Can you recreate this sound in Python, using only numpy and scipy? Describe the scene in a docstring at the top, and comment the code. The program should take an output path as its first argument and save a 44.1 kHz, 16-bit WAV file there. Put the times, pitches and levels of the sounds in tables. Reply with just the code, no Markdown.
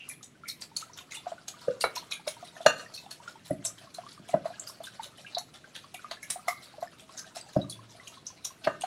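"""Soft wet squelches come first, over faint hiss: a wire whisk in thin batter, five or six strokes a second.
The listening point is close to a glass bowl on a counter in a small hard kitchen, which answers with a short echo.
Strokes are bursts of clicks and small ringing bubbles; trapped air plops as decaying tones of rising pitch.
Air whistles as resonant noise; now and then the whisk knocks the bowl: a hollow note, damped glass modes,
a wire clack and a counter thud, and single wires twang as beating tones."""
import sys
import numpy as np
from scipy import signal
from scipy.fft import rfft, irfft, next_fast_len
from scipy.io import wavfile
from scipy.ndimage import map_coordinates

SR = 44100
rng = np.random.default_rng(int(sys.argv[2]) if len(sys.argv) > 2 else 0)


def bounce(signal):
    """Save signal as a 16-bit WAV file at the path given by the first command-line argument."""
    frames = np.transpose(np.atleast_2d(signal))
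    limited = np.clip(frames, -1, 1)
    pcm = np.round(limited * 32767).astype(np.int16)
    wavfile.write(sys.argv[1], SR, pcm)


N = 390726


def amp(db):
    """Decibels to gain."""
    return 10 ** (np.asarray(db) / 20)


def unit(x):
    """x at rms 1."""
    return x / np.sqrt(np.mean(x ** 2) + 1e-20)


def along(points, hz):
    """(Hz, value) points read on a log frequency axis."""
    f, v = np.transpose(points)
    return np.interp(np.log(hz + 1), np.log(f), v)


def filtered(x, response):
    """x times a response of frequency."""
    m = next_fast_len(len(x) + 4096)
    return irfft(rfft(x, m) * response(np.fft.rfftfreq(m, 1 / SR)), m)[:len(x)]


def coloured(x, spectrum):
    """x given a spectrum, at rms 1."""
    return unit(filtered(x, lambda hz: amp(along(spectrum, hz))))


def add(track, s, sound):
    """Mix a sound into the track from second s on."""
    i = max(round(s * SR), 0)
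    track[i:i + len(sound)] += sound[:len(track[i:])]


def fade(t, t60):
    """Gain of a decay that loses 60 dB in t60 seconds."""
    return np.exp(-np.log(1000) * t / np.maximum(t60, 1e-4))


def crackle(size, rate, spread_db):
    """Tiny films bursting: about rate clicks a second, of uneven strength and either sign, at rms 1."""
    present = rng.random(size) < rate / SR
    sign = rng.choice([-1, 1], size)
    strength = amp(spread_db * np.clip(rng.standard_normal(size), -2, 2))
    return unit(present * sign * strength)


def bubble(t, hz, t60, glide, onset_cycles):
    """A ringing air pocket: a decaying sine whose pitch climbs (glide > 0) as it nears the surface."""
    pitch = hz * (1 + glide * (np.minimum(t / t60, 1) - 1 / 4))
    tone = np.sin(2 * np.pi * np.cumsum(pitch, axis=-1) / SR)
    onset = 1 - np.exp(-(t * hz / onset_cycles) ** 2)
    return tone * fade(t, t60) * onset


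def froth(size, when, hz, gain, cycles):
    """Many small bubbles, each a damped sine that loses 60 dB in some cycles, at rms 1."""
    k = np.arange(SR // 70)
    t, hz = k / SR, np.minimum(hz, SR / 3)[:, None]
    onset = 1 - np.exp(-t * hz / 2)
    pops = gain[:, None] * np.sin(2 * np.pi * hz * t) * fade(t, cycles / hz) * onset
    at = (when * SR).astype(int)[:, None] + k
    return unit(np.bincount(at.ravel(), pops.ravel(), size)[:size])


def gurgling(x, depth_db):
    """The hollows between wires and batter keep changing shape, so resonances come and go."""
    z = signal.stft(x, nperseg=256)[2]
    row, column = np.indices(z.shape)
    place = [7 * np.log1p(row / 7), column / 5]  # broader patches toward the treble
    field = map_coordinates(rng.standard_normal((32, z.shape[1] // 5 + 2)), place, order=1)
    gain = amp(depth_db * np.clip(field, -1.5, 1.5))
    return unit(signal.istft(z * gain, nperseg=256)[1][:len(x)])


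def ring(t, modes):
    """A struck object's modes as decaying sines, neighbours swinging in opposite directions."""
    return sum((-1) ** k * amp(db) * np.sin(2 * np.pi * hz * t) * fade(t, t60)
               for k, (hz, db, t60) in enumerate(modes))


# colour of the room's steady air: f/Hz, relative level/dB
AIR_COLOUR = [(20, -12), (50, -14), (85, -0.5), (130, 6), (200, 4), (400, -2), (800, -14.5), (2000, -12.5),
              (6000, -23.5), (11500, -28), (12500, -39), (16000, -41)]


def room_air():
    """The steady faint hiss of the room: coloured noise."""
    return amp(-60) * coloured(rng.standard_normal(N), AIR_COLOUR)


# how long the small hard kitchen rings: f/Hz, t60/s
KITCHEN_DECAY = [(100, 0.23), (300, 0.73), (700, 0.23), (2000, 0.36), (5000, 0.19), (9000, 0.27),
                 (15000, 0.43)]


def kitchen(x, count=24):
    """Counter, wall and cupboards answer as decaying noise; the pattern changes as the bowl moves."""
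    out, t = np.zeros(N), np.arange(SR // 2) / SR
    nearby = 1 + 1.1 * np.exp(-((t - .02) / .022) ** 2)  # the first reflections are the strongest
    for part in np.array_split(np.arange(N), count):
        hz, when, z = signal.stft(rng.standard_normal(len(t)), SR, nperseg=256)
        decay = fade(when, along(KITCHEN_DECAY, hz)[:, None])
        tail = signal.istft(z * decay, SR, nperseg=256)[1][:len(t)]
        tail = tail * nearby * (1 - np.exp(-(t / 0.00093) ** 2))
        add(out, part[0] / SR, signal.fftconvolve(x[part], tail / np.linalg.norm(tail)))
    return out


# how hard the batter is stirred: t/s, relative level/dB
STIRRING = [(0, -59), (.3, -66.5), (.6, -57.5), (2.8, -52), (3.8, -57), (4.9, -54), (7.5, -55),
            (8.86, -57.5)]


def effort_db(s):
    """Relative level of the stirring at second s, which moves slosh, light strokes and wake pockets."""
    return np.interp(s, *np.transpose(STIRRING))


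# the arm slows halfway: t/s, stroke rate/Hz
STROKE_PACE = [(0, 6), (4.25, 6), (4.45, 5.52), (8.86, 5.52)]
FIRST_STROKE_TURNS = .64


def beats():
    """The moments at which the whisk dips in, once every turn of the wrist."""
    now = np.arange(N) / SR
    turns = np.cumsum(np.interp(now, *np.transpose(STROKE_PACE))) / SR
    return np.interp(np.arange(FIRST_STROKE_TURNS, turns[-1]), turns, now)


# strokes that break the surface and stand out:
# t/s, spray relative level/dB, slap relative level/dB, central bubble f/Hz, length scale/s
STRONG_STROKES = [(0.088, -38.5, -54, 2190, 0.027), (0.226, -40, -42.5, 6630, 0.014),
                  (0.482, -27.5, -40, 4450, 0.014), (0.612, -33, -38, 4820, 0.014),
                  (0.7637, -21, -40, 4200, 0.0058), (.809, -36.5, -34, 6150, .006),
                  (0.967, -40, -37.5, 3320, 0.024), (1.109, -35.5, -36, 2160, 0.017),
                  (1.14, -33.5, -38, 2930, 0.018), (1.48, -28.5, -29, 6400, 0.0055),
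                  (1.806, -23, -29.5, 4340, 0.013), (1.953, -29, -30.5, 6160, 0.016),
                  (2.11, -31, -25.5, 2360, .026), (2.274, -24, -22.5, 4860, 0.004),
                  (2.936, -38.5, -51, 4330, 0.051), (3.105, -37, -39.5, 4440, 0.021),
                  (3.45, -44, -44, 11050, 0.028), (3.647, -20.5, -32, 6800, 0.011),
                  (3.944, -34, -40, 4140, 0.0048), (4.279, -40.5, -42, 2380, 0.024),
                  (4.667, -35.5, -67, 4710, 0.025), (4.833, -38.5, -42, 3500, 0.027),
                  (5.024, -37.5, -36.5, 3810, 0.022), (5.379, -25, -33, 4100, 0.0044),
                  (5.749, -38, -30.5, 3380, .01), (5.941, -33.5, -35, 2540, 0.0059),
                  (6.11, -38, -25.5, 3870, 0.01), (6.227, -32.5, -48, 2065, .007),
                  (6.3, -20, -27, 8330, 0.0095), (6.48, -24, -30.5, 2200, 0.0096),
                  (7.172, -31, -38, 6110, 0.015), (7.347, -38, -37, 5120, .03),
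                  (7.694, -33, -48, 4320, .012), (8.071, -34.5, -45.5, 2840, 0.0073),
                  (8.446, -21.5, -27.5, 6670, .004), (8.639, -42, -25, 3500, 0.0081),
                  (8.807, -34, -31, 8730, 0.013)]
LIGHT_DB, LIGHT_HZ, LIGHT_S = 5.5, 3713, 0.034  # an ordinary stroke: spray re effort, bubble pitch, length
LIGHT_SCATTER_DB, LIGHT_SCATTER_OCT = 1, 0.37  # standard deviations of its level and pitch
LIGHT_SLAP_DB = 1.5  # slap of an ordinary stroke over its spray


def all_strokes():
    """Every beat is a light squelch that follows the effort, unless a strong one takes its place."""
    times, strong = beats(), np.transpose(STRONG_STROKES)[0]
    force, size = rng.standard_normal((len(times), 2)).T
    levels = effort_db(times) + LIGHT_DB + LIGHT_SCATTER_DB * force
    pitches = LIGHT_HZ * 2 ** (LIGHT_SCATTER_OCT * size)
    light = [(s, db, db + LIGHT_SLAP_DB, hz, LIGHT_S) for s, db, hz in zip(times, levels, pitches)]
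    return STRONG_STROKES + [row for row in light if np.abs(strong - row[0]).min() > .06]


# colour of the moving batter: f/Hz, relative level/dB
SLOSH_COLOUR = [(250, -27.5), (650, 13.5), (950, -0.5), (1300, 9), (1800, -2), (2600, 0.5), (4200, 4.5),
                (6000, -6), (10000, -23)]
# colour of its fine fizz: f/Hz, relative level/dB
FIZZ_COLOUR = [(1500, -18.5), (3500, -7.5), (5500, 7.5), (8000, 6), (11300, 0.5), (12500, -17),
               (16000, -26)]


def swirl(strokes, count=1500):
    """After each stroke the batter sloshes and fizzes, then settles; stray bubbles pop in it."""
    now = np.arange(N) / SR
    starts = np.sort(np.transpose(strokes)[0])
    since = np.abs(now - starts[np.searchsorted(starts, now) - 1])
    stirred = amp(-4) + np.exp(-since / 0.018) * (1 - np.exp(-since / 0.021))
    lumps = amp(3.5 * map_coordinates(rng.standard_normal(N // 1200), [np.arange(N) / 1400], order=1))
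    when, size, strength = rng.random((count, 3)).T
    hz = 900 * 7 ** (size ** 1.326)
    pops = froth(N, when * N / SR, hz, amp(-22 * np.sqrt(strength)), cycles=50)
    slosh = coloured(gurgling(crackle(N, rate=2000, spread_db=4), depth_db=8), SLOSH_COLOUR)
    fizz = coloured(gurgling(crackle(N, rate=4000, spread_db=4), depth_db=6), FIZZ_COLOUR)
    batter = amp(-2.5) * slosh + amp(-10) * pops + amp(-7) * stirred * fizz
    return amp(effort_db(now)) * stirred * lumps * batter


# batter sucked through the wires with a whistling edge:
# t/s, relative level/dB, f/Hz, length scale/s
WHISTLING_GAPS = [(0, -48, 2690, 0.056), (0.089, -35.5, 10540, 0.0095), (0.453, -48.5, 2190, .06),
                  (0.932, -50.5, 5760, 0.023), (4.596, -32.5, 7360, 0.0067), (5.264, -43, 2600, 0.013),
                  (5.348, -27.5, 4090, .007), (6.48, -28.5, 1163, 0.015), (7.698, -41, 9200, 0.016),
                  (8.266, -34, 6000, 0.012)]


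def slurps():
    """Air drawn through a narrow gap in the batter sings roughly around one pitch: resonant noise."""
    out, t = np.zeros(N), np.arange(SR // 4) / SR
    for s, db, hz, length in WHISTLING_GAPS:
        def gap(f):
            """Two equal resonances in a row, of quality 7."""
            return (1 + 1j * 7 * (f / hz - hz / (f + 1))) ** -2

        swell = (1 - np.exp(-t / 0.00022)) * np.exp(-(t / length) ** 2)
        song = unit(swell * filtered(rng.standard_normal(len(t)), gap))
        add(out, s, amp(db) * np.sqrt(np.mean(swell ** 2)) * song)
    return out


WAKE_S, WAKE_DB, WAKE_HZ = .09, -1.5, 1198  # pocket behind a stroke: mean delay, level re effort, pitch
WAKE_SCATTER_S, WAKE_SCATTER_DB, WAKE_SCATTER_OCT = 0.022, 1, 0.367  # their standard deviations


def wake_pockets():
    """The batter closes behind every stroke and traps a small pocket of air."""
    times = beats()
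    pockets = []
    for s, (late, force, size) in zip(times, rng.standard_normal((len(times), 3))):
        when = s + WAKE_S + WAKE_SCATTER_S * late
        level_db = effort_db(s) + WAKE_DB + WAKE_SCATTER_DB * force
        pockets.append((when, level_db, WAKE_HZ * 2 ** (WAKE_SCATTER_OCT * size)))
    return pockets


# large pockets of air closing in the batter: t/s, relative level/dB, f/Hz
AIR_POCKETS = [(0.437, -51, 1405), (0.827, -48.5, 1330), (1.268, -36, 722), (1.32, -39, 677),
               (1.97, -41.5, 1002), (2.275, -34, 608), (2.428, -46, 710), (2.606, -42.5, 680),
               (3.279, -44.5, 1430), (3.986, -40.5, 707), (4.066, -51.5, 1182), (4.293, -45.5, 717),
               (4.456, -33, 666), (4.504, -45, 710), (4.805, -43.5, 672), (4.873, -51, 1600),
               (4.997, -40.5, 913), (5.371, -34.5, 705), (5.944, -48, 742), (6.046, -46, 1224),
               (6.114, -44, 682), (6.36, -43, 738), (6.483, -32, 722), (6.782, -47, 624),
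               (6.827, -34.5, 698), (7.366, -43, 700), (8.838, -32, 754)]


def plops(count=6):
    """Air pockets gulp on a rising tone, each with a short wet gurgle of lesser bubbles."""
    out, t = np.zeros(N), np.arange(SR // 8) / SR
    for s, db, hz in AIR_POCKETS + wake_pockets():
        add(out, s - .002, amp(db + 15.5) * bubble(t, hz, 0.053, glide=0.15, onset_cycles=1.86))
        colour = [(hz / 2, -25), (hz, 0), (hz * 2, -5), (hz * 4, -20), (SR / 2, -60)]
        gurgle = coloured(rng.standard_normal(len(t)), colour)
        add(out, s - .006, amp(db) * gurgle * fade(t, 0.1) * (1 - np.exp(-t / 0.013)))
        when, size = rng.random((2, count))
        lesser = froth(len(t), .06 * when, hz * (1 + 0.99 * size), 1.2 - when, cycles=11)
        add(out, s - .012, amp(db - 25) * lesser)
    return out


# whisk wires springing off the glass: t/s, relative level/dB, f/Hz
WIRE_TWANGS = [(1.84, -28.5, 2246), (1.838, -33, 1400), (1.842, -33, 3970), (2.941, -38, 4210),
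               (2.977, -44.5, 2600), (6.484, -28.5, 2142), (7.615, -38.5, 3860), (7.698, -43, 4153)]


def twangs():
    """Neighbouring wire loops are nearly alike, so each twang beats as it dies."""
    out, t = np.zeros(N), np.arange(SR // 3) / SR
    for s, db, hz in WIRE_TWANGS:
        loops = ring(t, [(hz, 0, .13), (hz * 1.025, -6, .09), (hz * .97, -8, .07)])
        add(out, s, amp(db) * loops * (1 - np.exp(-t / 0.00024)))
    return out


# the glass, damped by batter and hand: f/Hz, relative level/dB, t60/s
GLASS_MODES = [(1222, -2, .04), (1300, -5.5, 0.044), (1440, -15, 0.025), (1525, -13, 0.066),
               (1666, -7, 0.052), (1843, -12, 0.061), (1990, -29.5, 0.05), (2060, -28.5, 0.045),
               (2500, -9, 0.081), (2760, -12, 0.13), (2826, -11, 0.067), (3670, 1, 0.014),
               (4260, -12.5, 0.0375), (4305, 0, 0.039), (5800, -8, 0.028), (6370, -13, 0.054),
               (5930, -2, 0.029), (7060, -11.5, 0.093), (8390, -8.5, 0.034)]
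GLASS_SPLIT, TWIN_DB = 0.027, -2  # relative pitch spread of each mode's twin, its level re the mode


def glass_modes():
    """The handle and the uneven wall split every mode of the glass in two."""
    twins = [(hz * np.exp(GLASS_SPLIT * rng.standard_normal()), db + TWIN_DB, t60)
             for hz, db, t60 in GLASS_MODES]
    return GLASS_MODES + twins


# the counter under the bowl: f/Hz, relative level/dB, t60/s
COUNTER_MODES = [(94, -9, .07), (112.7, -22, 1), (150.5, 8, 0.058), (202, -3, 0.12), (286, 2.5, 0.085),
                 (364, -7.5, 0.076)]
# colour of wires clacking on glass: f/Hz, relative level/dB
CLACK_COLOUR = [(150, -43.5), (330, 0), (600, 4.5), (1400, 2.5), (2400, -9), (3200, -16.5), (4100, -3.5),
                (7000, -13.5), (12000, -3.5), (16000, -13)]
# whisk against the bowl: t/s, hollow note relative level/dB, note f/Hz, glass relative level/dB,
# clack relative level/dB, contact hardness as a low-pass f/Hz, counter thud relative level/dB
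BOWL_KNOCKS = [(1.680, -15.5, 523, -25.5, -50, 920, -38.5), (1.839, -25, 469, -30, -11.5, 2490, -64),
               (2.661, -6.5, 616, -8, -8, 4230, -34.5), (3.506, -20, 610, -46, -48, 492, -30),
               (4.192, -51, 614, -60, -53, 600, -47.5), (4.339, -11.5, 639, -32, -18, 1080, -31),
               (7.562, -13.5, 614, -24, -14, 620, -22), (8.670, -12, 626, -17.5, -12.5, 1590, -37)]
RATTLE_DB, RATTLE_T60_S = -17.5, 0.5  # wires skipping on the glass: start level re the blow, decay


def knocks():
    """The bowl gives a short hollow note; only hard contacts reach the high modes of the glass."""
    out, t = np.zeros(N), np.arange(SR * 3 // 4) / SR
    bowl, counter = amp(-1) * ring(t, glass_modes()), ring(t, COUNTER_MODES)
    for s, note_db, note_hz, glass_db, clack_db, hard_hz, thud_db in BOWL_KNOCKS:
        note = bubble(t, note_hz, 0.02, glide=-0.063, onset_cycles=3.45)
        add(out, s, amp(note_db) * note / np.abs(note).max())
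        squeezed = bubble(t, note_hz * 1.087, 0.038, glide=0, onset_cycles=3.3)
        add(out, s - .008, amp(note_db - 9.5) * squeezed)  # batter squeezed out first
        rattle_on = fade(t, 0.028) + amp(-20.5) * fade(t, 0.14)
        clack = coloured(rng.standard_normal(len(t)), CLACK_COLOUR) * rattle_on
        chatter = np.zeros(SR // 6)  # the wires skip on the glass after the first blow
        skips = rng.integers(SR // 100, len(chatter), size=24)
        chatter[skips] = amp(RATTLE_DB) * rng.standard_normal(size=24)
        chatter[0] = 1
        blows = chatter * fade(t[:len(chatter)], RATTLE_T60_S)
        glass = signal.fftconvolve(bowl, blows)[:len(t)]
        cushion = signal.butter(2, min(hard_hz, SR / 3), fs=SR)  # batter between wire and glass
        contact = signal.lfilter(*cushion, amp(glass_db) * glass + amp(clack_db) * clack)
        add(out, s + 0.00065, contact * (1 - np.exp(-t * hard_hz / 3)))
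        thud = amp(thud_db) * counter * (1 - np.exp(-t / 0.003))
        add(out, s + 0.0027, thud)
        for lag, db in [(.036, -23.5), (.078, -18.5)]:  # the bowl rocks back onto its foot
            add(out, s + lag + rng.uniform(0, 0.0058), amp(db) * thud)
    return out


# colour of the fine spray: f/Hz, relative level/dB
SPRAY_COLOUR = [(1500, -32), (3500, -10.5), (5500, 9), (8000, 6), (11300, 4.5), (12500, -6), (16000, -14)]
# colour of the slap on the surface: f/Hz, relative level/dB
SLAP_COLOUR = [(300, -16), (700, -5.5), (1300, -2), (2300, -4), (3100, 1.5), (4000, 6.5), (5200, -11.5),
               (9000, -38)]
BUBBLES_DB = 2  # bubbles of any stroke over its spray


def squelches(strokes, count=22):
    """Each stroke hisses into the batter and rips it: a slap, a fine spray and a cluster of small bubbles."""
    lead = .03  # seconds heard before the stroke
    out, t = np.zeros(N), np.arange(SR // 5) / SR - lead
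    for s, spray_db, slap_db, hz, length in strokes:
        spray = coloured(gurgling(crackle(len(t), rate=3000, spread_db=5), depth_db=7), SPRAY_COLOUR)
        slap = coloured(gurgling(crackle(len(t), rate=2000, spread_db=5), depth_db=7), SLAP_COLOUR)
        since = t - .004  # the tear is widest a moment after it opens
        closing = -(np.abs(since) / (1.44 * length)) ** 2.36
        tear = np.exp(np.where(since < 0, since / 0.0029, closing))
        drag = amp(-15) * np.exp(np.where(since < 0, since / .005, -(since / .032) ** 2))
        wires = amp(4.2 * np.interp(t, np.linspace(t[0], t[-1], 56), rng.standard_normal(56)))
        stroke = (tear + drag) * wires  # one wire after another breaks through
        order = np.linspace(0, 1, count) ** 2
        when = length * (0.26 + 3 * order * rng.uniform(0.64, 1.5, count))
        scatter = 0.026 + .1 * when / length  # the first bubbles are alike, the later ones of any size
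        sizes = amp(11 * rng.standard_normal(count)) * np.exp(-.55 * when / length)
        pitches = hz * np.exp(scatter * rng.standard_normal(count))
        bubbles = froth(len(t), lead + when, pitches, sizes, cycles=90)
        burst = amp(spray_db) * (unit(stroke * spray) + amp(BUBBLES_DB) * bubbles)
        burst += amp(slap_db) * unit(stroke * slap)
        add(out, s - lead, amp(-11) * np.sqrt(np.mean(tear ** 2)) * burst)
    return out


def scene():
    """The bowl close by, its echo, and the steady air of the room."""
    strokes = all_strokes()
    wet = squelches(strokes) + slurps() + swirl(strokes)
    gulps = plops()
    blows = knocks() + twangs()
    upward = amp(-3.5) * wet  # the open bowl throws the wet sounds up into the room
    echo = kitchen(upward + amp(-14.5) * gulps + amp(-6.5) * blows)
    return (wet + gulps + blows + echo + room_air())[None]


TOP_HZ = 15800


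def record(dry):
    """Everything from TOP_HZ up is removed; the sound has no treble beyond 15.8 kHz."""
    return np.array([filtered(channel, lambda hz: hz < TOP_HZ) for channel in dry])


dry = scene()
out = record(dry)
bounce(out)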